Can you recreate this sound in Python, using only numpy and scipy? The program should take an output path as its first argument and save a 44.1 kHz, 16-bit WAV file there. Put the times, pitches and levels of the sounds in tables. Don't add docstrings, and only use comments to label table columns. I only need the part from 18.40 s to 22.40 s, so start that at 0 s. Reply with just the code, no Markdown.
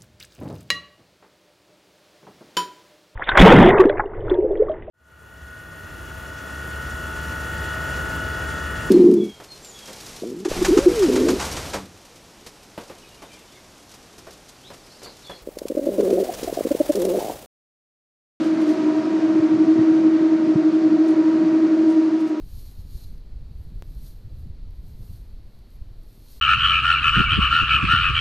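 import sys
import numpy as np
from scipy import signal
from scipy.fft import rfft, irfft, next_fast_len
from scipy.io import wavfile
from scipy.ndimage import map_coordinates

SR = 44100
rng = np.random.default_rng(int(sys.argv[2]) if len(sys.argv) > 2 else 0)


def output_pcm(signal):
    pcm = np.clip(np.atleast_2d(signal).T, -1, 1) * 32767
    wavfile.write(sys.argv[1], SR, np.round(pcm).astype(np.int16))


N = 176400

# time_s, pitch_hz
MAIN_PITCH = [(0, 321), (.25, 319.2), (.45, 318.8), (.65, 320), (1.1, 320), (2.2, 319.8), (3.05, 319.8),
              (3.4, 320.1), (4, 319.8)]
# time_s, level_db
MAIN_LEVEL = [(0, -19.4), (0.22, -19.9), (0.42, -33.5), (0.58, -29.8), (0.85, -16.9), (1.05, -18.4),
              (1.33, -14.5), (1.7, -15.5), (2.15, -17.3), (2.7, -16.5), (3.1, -16.7), (3.42, -14.7),
              (3.75, -19.2), (4, -28.6)]
# time_s, h2_db, h3_db, h4_db, h5_db
MAIN_OVERTONES = [(0, -48, -57, -49, -48), (.3, -37, -52.5, -59, -52), (.65, -36.5, -46, -52, -55),
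                  (1.1, -48, -60.5, -55.5, -59), (1.801, -50, -57.5, -56, -59.5),
                  (2.55, -46.5, -49.5, -58, -61), (3.1, -55.5, -50, -57, -55),
                  (3.45, -48, -46.5, -54, -60.5), (4, -56, -43.5, -51, -64)]
# time_s, pitch_hz
SECOND_PITCH = [(0, 304.36), (0.2, 308.25), (0.4, 307.74), (0.7, 308.8), (0.9, 305.21), (1.1, 308.01),
                (1.3, 309.26), (1.6, 308.14), (1.85, 309.48), (2.05, 307.51), (2.4, 308.43), (2.9, 307.71),
                (3.1, 310.29), (3.3, 307.64), (3.5, 308.56), (4, 307.8)]
# time_s, level_db
SECOND_LEVEL = [(0, -31.1), (0.15, -33.0), (0.28, -15.9), (0.4, -26.3), (0.5, -19.1), (0.82, -32.0),
                (1.05, -19.2), (1.22, -20.2), (1.42, -28.5), (1.65, -23.4), (1.8, -27.1), (2.2, -19.2),
                (2.48, -20.7), (2.82, -23.3), (3.05, -36.0), (3.3, -24.9), (3.58, -22.3), (4, -29.0)]
# time_s, h2_db, h3_db
SECOND_OVERTONES = [(0, -46, -60), (1.101, -41, -47.5), (1.4, -44, -51.5), (1.999, -40, -49.5),
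                    (2.701, -36, -57), (3.35, -41, -56), (4, -45, -59)]
# centre_hz, width_hz, gain_db (re GEAR_LEVEL)
HOUSING_MODES = [(214.7, 27, -4.5), (254.7, 8.1, -6.5), (308.2, 17, 9.5), (358.7, 35, 5), (412, 20, -10.5),
                 (532.5, 22, -14), (646, 36, -5), (738, 34, -12), (954, 48, -12.5), (1886, 75, -18)]
# time_s, level_db
GEAR_LEVEL = [(0.04, -35.5), (0.14, -39), (0.16, -35.5), (0.49, -36), (2.44, -37.5), (3.3, -36.5),
              (3.96, -41.5)]
RUMBLE_LEVEL = [(0, -31.5), (.25, -34.5), (1.2, -31.5), (1.65, -33.5), (2.5, -34.5), (3.15, -33.5),
                (3.5, -36), (3.8, -41), (4, -40.5)]
HISS_LEVEL = [(0.04, -45), (0.15, -48.5), (0.32, -45), (0.33, -47), (1.81, -50), (3.61, -50), (3.96, -52.5)]
SIZZLE_LEVEL = [(0, -68), (2, -66), (2.4, -60.5), (3.1, -60.5), (3.5, -63), (4, -69.5)]
# freq_hz, relative_density_db
GEAR_SPECTRUM = [(200, -26), (420, 0.5), (560, 5.5), (820, -1), (1200, 1), (1550, -1.5), (1750, -5.5),
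                 (2300, -7.5), (3000, -17.5), (4500, -24), (9000, -72.5)]
RUMBLE_SPECTRUM = [(20, -48.5), (40, -40.5), (70, -14.5), (110, -9), (160, -4), (220, -2.5), (300, 1.5),
                   (400, -10.5), (500, -34.5), (1000, -78.5)]
HISS_SPECTRUM = [(1200, -20), (2500, 0.5), (3400, -2), (4600, -2), (6300, -7), (8000, -16), (10000, -23.5),
                 (12000, -32.5), (15500, -56)]
SCUFF_SPECTRUM = [(1000, -24.5), (3000, 1.5), (5000, -3), (8000, -6.5), (11000, -11.5), (13500, -15.5),
                  (15500, -20)]
SIDE_SPECTRUM = [(60, -56.5), (150, -34), (250, -17), (320, 3.5), (390, 7), (450, -7), (515, -3),
                 (620, -17.5), (1080, -28.5), (1600, -54.5), (4000, -68)]
# peak_s, relative_db, decay_s, cutoff_hz
SCUFFS = [(0.052, -52, 0.05, 12900), (0.146, -55.5, .018, 11000), (0.22, -49, 0.019, 15000),
          (0.296, -48.5, 0.028, 14870), (0.355, -62, .16, 10800), (2.338, -58, 0.012, 10050),
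          (2.687, -53, .035, 12000), (3.504, -52.5, 0.026, 11900), (3.81, -52.5, 0.012, 14820),
          (3.881, -55, 0.022, 14500)]
# start_s, relative_db, pitch_hz, t60_s
THUMPS = [(0.996, -19, 124, 0.039), (1.141, -18.5, 132, 0.044), (1.391, -9, 135, 0.027),
          (1.511, -24, 114, 0.034), (2.155, -5, 157.4, 0.032)]


def amp(db):
    return 10 ** (np.asarray(db) / 20)


def unit(x):
    return x / np.sqrt(np.mean(np.abs(x) ** 2) + 1e-20)


def curve(rows):
    return np.interp(np.arange(N) / SR, *np.transpose(rows))


def colour(points):
    freq_hz, db = np.transpose(points)
    return lambda hz: amp(np.interp(np.log(hz + 1), np.log(freq_hz + 1), db))


def filtered(x, response):
    size = next_fast_len(N + SR // 2)
    return irfft(rfft(x, size) * response(np.fft.rfftfreq(size, 1 / SR)), size)[:N]


def noise(response):
    return unit(filtered(rng.standard_normal(N), response))


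def band_noise(centre_hz, width_hz):
    return noise(lambda hz: 1 / np.sqrt(1 + ((hz - centre_hz) / (width_hz / 2)) ** 4))


def wobble(rate_hz):
    return map_coordinates(rng.standard_normal(1024), [np.arange(N) * rate_hz / SR], mode="mirror")


def drive_tone(pitch, level, overtones, waver, flutter_db=0.5):
    phase = 2 * np.pi * np.cumsum(curve(pitch)) / SR
    tone = amp(curve(level) + flutter_db * wobble(25.2)) * np.sin(phase)
    time_s, *levels_db = np.transpose(overtones)
    for k, level_db in enumerate(levels_db, 2):
        drift = unit(1 + waver * (wobble(6.6) + 1j * wobble(6.5)))
        partial = np.imag(drift * np.exp(1j * k * phase))
        tone += amp(curve(np.transpose([time_s, level_db]))) * partial
    return np.sqrt(2) * tone


def hum():
    main = drive_tone(MAIN_PITCH, MAIN_LEVEL, MAIN_OVERTONES, waver=0.37)
    second = drive_tone(SECOND_PITCH, SECOND_LEVEL, SECOND_OVERTONES, waver=0.22)
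    return main + second


def running_gear(rolling_db=-1.5, flutter_db=0.51):
    housing = sum(amp(db) * band_noise(hz, width_hz) for hz, width_hz, db in HOUSING_MODES)
    rolling = amp(rolling_db + flutter_db * wobble(9.9)) * noise(colour(GEAR_SPECTRUM))
    return amp(curve(GEAR_LEVEL)) * (rolling + housing)


def rumble(flutter_db=2.1):
    return amp(curve(RUMBLE_LEVEL) + flutter_db * wobble(15)) * noise(colour(RUMBLE_SPECTRUM))


def hiss(gain_db=0.5, flutter_db=0.25):
    level_db = curve(HISS_LEVEL) + gain_db + flutter_db * wobble(14)
    return amp(level_db) * noise(colour(HISS_SPECTRUM))


def sizzle():
    return amp(curve(SIZZLE_LEVEL)) * band_noise(centre_hz=4400, width_hz=600)


def scuffs(gain_db=2.5, rise_ratio=0.7, grains_per_s=700, grain_db=4.5):
    t, out = np.arange(N) / SR, np.zeros(N)
    knots_s = np.linspace(0, N / SR, int(grains_per_s * N / SR))
    grains = amp(grain_db * np.interp(t, knots_s, rng.standard_normal(len(knots_s))))
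    spectrum = colour(SCUFF_SPECTRUM)
    for peak_s, level_db, decay_s, cutoff_hz in SCUFFS:
        tau_s = decay_s * np.where(t < peak_s, rise_ratio, 1)
        envelope = amp(level_db + gain_db) * np.exp(-np.abs(t - peak_s) / tau_s)
        grit = grains * rng.standard_normal(N)
        brush = filtered(grit, lambda hz: spectrum(hz) / np.sqrt(1 + (hz / cutoff_hz) ** 10))
        out += envelope * unit(brush)
    return out


def thumps(gain_db=6.5, rise_s=0.004, knock_ratio=1.32, knock_db=-7, knock_t60_s=0.028, low_cut_hz=88):
    out = np.zeros(N)
    for start_s, level_db, pitch_hz, t60_s in THUMPS:
        t = np.maximum(np.arange(N) / SR - start_s, 0)
        phase = 2 * np.pi * pitch_hz * t
        body = amp(-60 * t / t60_s) * np.sin(phase)
        knock = amp(knock_db - 60 * t / knock_t60_s) * np.sin(knock_ratio * phase)
        attack = 1 - np.exp(-t / rise_s)
        out += amp(level_db + gain_db) * attack * (body + knock)
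    return signal.sosfilt(signal.butter(2, low_cut_hz, "high", fs=SR, output="sos"), out)


def scene(side_db=-47):
    mid = hum() + running_gear() + rumble() + hiss() + sizzle() + scuffs() + thumps()
    side = amp(side_db) * noise(colour(SIDE_SPECTRUM))
    return np.array([mid + side, mid - side])


def record(dry):
    low_cut_hz, top_hz = 130, 15550
    band = lambda hz: (hz < top_hz) * hz ** 2 / np.sqrt(hz ** 4 + low_cut_hz ** 4)
    return np.array([filtered(channel, band) for channel in dry])


dry = scene()
out = record(dry)
output_pcm(out)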